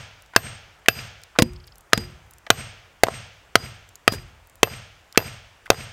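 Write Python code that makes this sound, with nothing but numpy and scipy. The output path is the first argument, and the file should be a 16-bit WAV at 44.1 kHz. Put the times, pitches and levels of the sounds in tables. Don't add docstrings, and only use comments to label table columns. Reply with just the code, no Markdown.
import sys
import numpy as np
from scipy import signal
from scipy.fft import rfft, irfft
from scipy.io import wavfile
from scipy.ndimage import uniform_filter1d

SR = 44100
rng = np.random.default_rng(int(sys.argv[2]) if len(sys.argv) > 2 else 0)


def ratio_of_db(decibels):
    return 10 ** (np.asarray(decibels, float) / 20)


def persist_wave(psi):
    counts = np.round(np.clip(psi, -1, 1) * 32767).astype(np.int16)
    wavfile.write(sys.argv[1], SR, np.atleast_2d(counts).T)


N = 261380
LEAD = 10000

# pitch_hz, relative_level_db
AIR_COLOUR = [(18, -13.5), (30, 8), (81, -9), (158, -13), (247, -18.5), (511, -13), (1340, -13),
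              (2130, -17), (2490, -18.5), (4090, -28), (7430, -27), (10700, -36), (15000, -35.5)]
AIR_DB = -56

# pitch_hz, relative_level_db, t60_s
TREE_SCATTER = [(50, -2.5, 1), (103.1, 12, 0.6), (324, -4.5, 0.29), (700, -14, 0.88), (1100, -12, 0.49),
                (1400, -15, 0.99), (1900, -13.5, 0.76), (2600, -15, 1.), (3470, -18, 0.96), (3850, -22, .9),
                (6470, -20, 0.67), (8600, -27, 0.36), (11000, -32.5, 0.4), (15000, -41.5, 0.35)]
TREES_DB, TREES_BUILD_S = -29.5, 0.01
# delay_s, level_db
TRUNK_ECHOES = [(0.068, -43.5), (.082, -48), (.105, -43)]
UNDERGROWTH_DB, UNDERGROWTH_T60 = -39, 0.088
GROUND_S, GROUND_DB, GROUND_HZ = .00052, -11, 1740

# start_s, level_db, centre_hz
CLEAR_TICKS = [(0.2214, -42.5, 9000), (0.2608, -47, 4500), (1.2166, -47, 6560), (1.235, -33, 4530),
               (1.5337, -43, 4770), (1.6694, -43, 11000), (1.6747, -40, 4630), (1.756, -41, 6360),
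               (1.7818, -37.5, 11300), (1.8075, -42, 8970), (2.3092, -37.5, 12330), (2.3356, -39.5, 7920),
               (2.383, -41.5, 7570), (3.8899, -40.5, 6130), (3.9554, -31.5, 7250), (4.4714, -44.5, 13500),
               (4.497, -43, 7900), (4.555, -39.5, 13100), (5.1251, -35, 5060)]
TICK_T60 = 0.012
FAINT_TICKS, FAINT_DB, FAINT_SPREAD_DB = 14, -62, 8
FAINT_LOW_HZ, FAINT_OCTAVES = 4500, 1.2
# pitch_hz, relative_level_db, t60_s
CREAK_MODES = [(3230, 0.5, 0.013), (4800, 17, 0.0035), (5340, -8, 0.0043)]
SLIPS, SLIP_START_S, SLIP_GAP_S = 5, 1.5595, .0397
SLIP_DB, SLIP_GROWTH_DB = -55.5, 0.5
# start_s, length_s, level_db, centre_hz
BARK_SCRAPES = [(1.4219, .011, -11, 5000), (4.119, 0.05, -33, 4500), (5.656, .021, -53.5, 6020)]
# start_s, level_db, centre_hz, t60_s
LIGHT_TOUCHES = [(.335, -24, 1050, .02), (.349, -27, 1510, 0.021), (.859, -22, 1900, 0.017),
                 (1.352, -40, 1100, .04), (1.358, -33, 1110, .05), (1.924, -27, 1400, 0.015),
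                 (2.465, -27.5, 1900, .028), (2.470, -27, 700, 0.02), (5.147, -31.5, 1250, .028),
                 (5.158, -25, 1600, 0.014), (5.658, -33, 1460, 0.032), (5.665, -29.5, 1900, .015),
                 (5.677, -29, 980, 0.0091)]
# start_s, first_tap_level_db, tap_count, gap_s, level_step_db
GRIP_RATTLES = [(.378, -2.5, 1, .012, 0), (3.068, 0, 2, .016, -1.5), (4.673, -13.5, 2, .0065, -2),
                (5.192, -5.5, 4, .0107, -4), (5.718, -1.5, 3, .013, -6)]
RATTLE_HZ, RATTLE_T60 = 696, 0.018

BLADE_HZ, POMMEL_HZ, CHEEK_HZ, BIT_HZ, EDGE_HZ, HANDLE_HZ = 2654, 13180, 4893, 8371, 12740, 359
# pitch_hz, relative_level_db
CRACK_COLOUR = [(300, -68.5), (1000, 1), (3000, -2.5), (6000, -11), (9000, -18.5), (13000, -24),
                (16000, -36)]
CRACK_DB, CRACK_T60 = -5, 0.021
# pitch_hz, relative_level_db, t60_s
CHEEK_MODES = [(CHEEK_HZ, -38, 0.3)]
# pitch_hz, relative_level_db, t60_s
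BIT_MODES = [(BIT_HZ, -48.5, 0.45), (EDGE_HZ, -49, .33)]
# s after the blow, s until 6 dB down
CHEEK_SWEEP, BIT_SWEEP = (0.017, 0.16), (0.13, 0.11)

# start_s, strength_db, crack_relative_db, long_ring_relative_db, thud_pitch_factor
HANDLE_KNOCKS = [(1.3898, -6, -6.5, -9, 2.3), (1.3963, -9, -6, -16, 2.36), (1.4217, -2.5, -4.5, -8, 1.11),
                 (1.9758, -13.5, 2, -3.5, 0.99), (3.602, -33, -4, 6.5, 1.7), (4.1221, -19, -2, -8, 1.22),
                 (4.136, -25.5, -3.5, -9, 1.93)]
# pitch_hz, relative_level_db, t60_s
THUD_MODES = [(151, 5, 0.019), (208, -5.5, 0.07), (260.2, -10.5, 0.067), (460, -9.5, 0.054),
              (840, -5, 0.029)]
# pitch_hz, relative_level_db, t60_s
HUM_MODES = [(HANDLE_HZ, -18.5, .46)]
KNOCK_TILT_DB = 3.5
SHUDDER_DB, SHUDDER_SHARE, SHUDDER_DB_PER_PITCH = -36.5, 0.21, -9.5

# start_s, strength_db, favoured_pitch_hz, knife_ring_relative_db, cheek_ring_relative_db
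AXE_BLOWS = [(-.16, 20, 1600, -10, -5), (0.3626, 19.5, 1600, 4.5, -23), (0.8844, 20.5, 1550, 9.5, -0.5),
             (1.3875, 3, 2600, -4.5, 3), (1.9322, 11.5, 1222, -15.5, 4), (2.5031, 19.5, 2440, 0, -15),
             (3.0350, 20, 648, -5, -14), (3.5550, 16, 1227, -10, -3), (4.0779, 10.5, 1250, -7.5, 2.5),
             (4.6310, 18, 481.5, 7, -7), (5.1751, 18, 430, 7, -5.5), (5.7024, 19, 560, -2.5, -7.5)]
# pitch_hz, relative_level_db, t60_s
TRUNK_MODES = [(37.6, -8.5, .04), (70, -9.5, 0.018), (113, -6, 0.065), (196, -25, .05), (279, -5, 0.02),
               (386, -3, 0.017), (470, 0.5, 0.025), (560, -1.5, 0.031), (700, 10, 0.016),
               (1250, -3.5, 0.021), (1600, -4, 0.017), (2030, -7.5, 0.026), (2440, -9.5, 0.025),
               (3190, -7.5, 0.0061), (4170, -14, 0.015), (4230, -10.5, 0.004), (4500, -10.5, 0.028),
               (6353, -4, 0.012)]
# pitch_hz, relative_level_db, t60_s
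KNIFE_MODES = [(BLADE_HZ, -15.5, 0.034), (POMMEL_HZ, -36, 0.12), (POMMEL_HZ - 70, -41, 0.06)]
SPOT_DB, SPOT_OCTAVES = 9, .3
FULL_DB, TILT_DB, TILT_DB_PER_DB = 19, 0.83, -0.1034
BIT_DB, BIT_DB_PER_CHEEK_DB, EDGE_DB_PER_CHEEK_DB = -3.5, -0.25, 0.5


def read(hz, at_hz, value):
    return np.interp(np.log(hz + 1), np.log(np.add(at_hz, 1)), value)


def slope(hz, tilt_db):
    return tilt_db * np.log2(hz / 1500 + 0.019)


def add(mix, s, sound):
    part = mix[round(s * SR) + LEAD:][:len(sound)]
    part += sound[:len(part)]


def ring(modes, colour_db=lambda hz: 0, rise_s=0.0001, rise_turns=0, size=SR):
    hz, db, t60 = np.transpose(modes)[:, :, None]
    t = np.arange(size) / SR
    rise = np.minimum(t / (rise_s + rise_turns / hz), 1)
    fall = ratio_of_db(db + colour_db(hz) - 60 * t / t60)
    return -(rise * fall * np.sin(2 * np.pi * hz * t)).sum(0)


def burst(colour_db, t60, rise_s):
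    t = np.arange(2048) / SR
    spectrum = rfft(rng.standard_normal(2048))
    noise = irfft(spectrum * ratio_of_db(colour_db(np.fft.rfftfreq(2048, 1 / SR))))
    return noise / noise.std() * ratio_of_db(-60 * t / t60) * np.minimum(t / rise_s, 1)


def small(events, t60, octaves, rise_s):
    out = np.zeros(N + LEAD)
    for s, db, centre_hz in events:
        colour_db = lambda hz: -6 * abs(np.log2(hz / centre_hz + .01) / octaves)
        add(out, s, ratio_of_db(db) * burst(colour_db, t60, rise_s))
    return out


def air():
    hz = np.fft.rfftfreq(2048, 1 / SR)
    real, imaginary, patches = rng.standard_normal((3, N // 512 + 5, len(hz)))
    patches = uniform_filter1d(uniform_filter1d(patches, 8, 0), 20, 1)
    patch_db = 1.2 * patches / patches.std()
    spectrum = (real + 1j * imaginary) * ratio_of_db(read(hz, *np.transpose(AIR_COLOUR)) + patch_db)
    hiss = signal.istft(spectrum.T, nperseg=2048, noverlap=1536)[1][:N]
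    return ratio_of_db(AIR_DB) * hiss / hiss.std()


def trees(shock):
    at_hz, db, t60 = np.transpose(TREE_SCATTER)
    hz, frame_s, spectrum = signal.stft(rng.standard_normal(SR), SR, nperseg=1024, noverlap=768)
    fall_db = 60 * frame_s / read(hz, at_hz, t60)[:, None]
    spectrum = spectrum * ratio_of_db(read(hz, at_hz, db)[:, None] - fall_db)
    tail = signal.istft(spectrum, SR, nperseg=1024, noverlap=768)[1][:SR]
    t = np.arange(SR) / SR
    tail = tail * (1 - np.exp(-(t / TREES_BUILD_S) ** 2))
    return ratio_of_db(TREES_DB) * signal.fftconvolve(shock, tail)[:len(shock)]


def echoes(struck):
    t = np.arange(SR // 6) / SR
    scatter = ratio_of_db(UNDERGROWTH_DB - 60 * t / UNDERGROWTH_T60) * rng.standard_normal(len(t)) * (t > .004)
    scatter = signal.lfilter(*signal.butter(1, 2000, fs=SR), scatter)
    single = np.zeros(len(t))
    for s, echo_db in TRUNK_ECHOES:
        single[round(s * SR)] = ratio_of_db(echo_db)
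    single = signal.lfilter(*signal.butter(2, [1700, 3000], "band", fs=SR), single)
    return signal.fftconvolve(struck, scatter + single)[:len(struck)]


def ground(struck):
    dull = signal.lfilter(*signal.butter(1, GROUND_HZ, fs=SR), struck)
    return struck + ratio_of_db(GROUND_DB) * np.roll(dull, round(GROUND_S * SR))


def ticks():
    when, size, colour = rng.random((FAINT_TICKS, 3)).T
    level_db = FAINT_DB + FAINT_SPREAD_DB * size
    centre_hz = FAINT_LOW_HZ * 2 ** (FAINT_OCTAVES * colour)
    faint = zip(when * N / SR, level_db, centre_hz)
    return small([*CLEAR_TICKS, *faint], TICK_T60, octaves=0.78, rise_s=.0006)


def creaks():
    clicks = np.zeros(N + LEAD)
    for k in range(SLIPS):
        handful = rng.standard_normal(330) * (rng.random(330) < .03)
        add(clicks, SLIP_START_S + k * SLIP_GAP_S, ratio_of_db(SLIP_DB + k * SLIP_GROWTH_DB) * handful)
    return signal.oaconvolve(clicks, ring(CREAK_MODES, rise_s=0.00077)[:1500])[:N + LEAD]


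def scrapes():
    out = np.zeros(N + LEAD)
    for s, length_s, db, centre_hz in BARK_SCRAPES:
        grain_db = 3. * np.minimum(rng.exponential(1, 4410 // 45), 3)
        grains = rng.standard_normal(4410) * ratio_of_db(grain_db.repeat(45))
        band_hz = [centre_hz * 0.18, min(centre_hz * 2, SR * .45)]
        hiss = signal.lfilter(*signal.butter(1, band_hz, "band", fs=SR), grains)
        hiss = hiss[:round(length_s * SR)]
        stroke = np.linspace(1, 0, len(hiss)) ** 1.1
        add(out, s, ratio_of_db(db) * hiss / hiss.std() * stroke)
    return out


def grazes():
    return sum(small([touch[:3]], touch[3], octaves=0.42, rise_s=0.0023) for touch in LIGHT_TOUCHES)


def rattles():
    taps = []
    for s, db, count, gap_s, step_db in GRIP_RATTLES:
        taps += [(s + k * gap_s, db + k * step_db, RATTLE_HZ) for k in range(round(count))]
    return small(taps, RATTLE_T60, octaves=.6, rise_s=0.0005)


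def crack(tilt_db=0):
    colour_db = lambda hz: read(hz, *np.transpose(CRACK_COLOUR)) + slope(hz, tilt_db)
    return burst(colour_db, CRACK_T60, 0.00057)


def sweep(facing_s, half_s):
    t = np.arange(SR) / SR
    wobble = sum(np.sin(2 * np.pi * (hz * t + rng.random())) for hz in (11, 19, 31))
    return ratio_of_db(-6 * ((t - facing_s) / half_s) ** 2 + 2.2 * wobble)


def shudder(low_hz, high_hz, t60):
    band = signal.butter(2, [low_hz, high_hz], "band", fs=SR)
    sway = signal.lfilter(*band, rng.standard_normal(SR))
    return ratio_of_db(-60 * np.arange(SR) / SR / t60) * sway / sway.std()


def knocks():
    out = np.zeros(N + LEAD)
    for s, db, crack_db, ring_db, pitch in HANDLE_KNOCKS:
        thud = ring(THUD_MODES * np.array([pitch, 1, 1]), rise_s=0.0009)
        hum = ratio_of_db(ring_db) * ring(HUM_MODES, rise_s=0.018)
        add(out, s, -ratio_of_db(db) * (thud + hum))
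        add(out, s, ratio_of_db(db + crack_db) * crack(KNOCK_TILT_DB))
        add(out, s, ratio_of_db(db + crack_db - 3) * ring(BIT_MODES) * sweep(*CHEEK_SWEEP))
        shudder_db = SHUDDER_DB + SHUDDER_SHARE * db + SHUDDER_DB_PER_PITCH * (pitch - 1)
        for low_hz, high_hz, t60 in [(42.4, 90, 0.99), (90.5, 170, 0.6)]:
            add(out, s, ratio_of_db(shudder_db) * shudder(low_hz, high_hz, t60))
    return out


def blows():
    out, shock = np.zeros((2, N + LEAD))
    for s, db, spot_hz, knife_db, cheek_db in AXE_BLOWS:
        tilt_db = TILT_DB + TILT_DB_PER_DB * (FULL_DB - db)
        spot = lambda hz: np.exp(-(np.log2(hz / spot_hz + 0.0084) / SPOT_OCTAVES) ** 2)
        body_db = lambda hz: slope(hz, tilt_db) + SPOT_DB * spot(hz)
        bit_db = lambda hz: BIT_DB + cheek_db * np.where(hz > 10000, EDGE_DB_PER_CHEEK_DB, BIT_DB_PER_CHEEK_DB)
        body = ring(TRUNK_MODES, body_db, rise_turns=0.76, size=6000)
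        knife = ratio_of_db(knife_db) * ring(KNIFE_MODES)
        cheek = ratio_of_db(cheek_db) * ring(CHEEK_MODES) * sweep(*CHEEK_SWEEP)
        bit = ring(BIT_MODES, bit_db) * sweep(*BIT_SWEEP)
        add(out, s, ratio_of_db(db - 10.5) * body)
        add(out, s, ratio_of_db(db) * (knife + cheek + bit))
        add(out, s, ratio_of_db(db + CRACK_DB) * crack(tilt_db))
        hz = np.fft.rfftfreq(256, 1 / SR)
        pulse = irfft(ratio_of_db(db + slope(hz, tilt_db) + 1.0 * spot(hz)))
        add(shock, s, np.roll(pulse, 128))
    return out, shock


def scene():
    blow, shock = blows()
    knock = knocks()
    struck = blow + knock + grazes() + rattles()
    near = ground(struck) + echoes(struck) + trees(shock + ratio_of_db(-45.0) * knock)
    near += ticks() + creaks() + scrapes()
    return (near[LEAD:] + air())[None]


def top_cut(x):
    return signal.sosfilt(signal.butter(12, 15850, fs=SR, output="sos"), x)


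def record(dry):
    dry = signal.lfilter(*signal.butter(2, 45, "high", fs=SR), dry)
    smooth = np.exp(-1 / (0.002 * SR))
    level_db = 10 * np.log10(signal.lfilter([1 - smooth], [1, -smooth], dry[0] ** 2) + 1e-12)
    climb_db = np.arange(N) * 227.0 / SR
    held_db = np.maximum.accumulate(level_db + climb_db) - climb_db
    over_db = np.maximum(held_db + 10.0, 0)
    lag = np.exp(-1 / (0.0017 * SR))
    ducked = dry * ratio_of_db(-.95 * signal.lfilter([1 - lag], [1, -lag], over_db))
    return top_cut(np.clip(ducked, -1, 1))


dry = scene()
out = record(dry)
persist_wave(out)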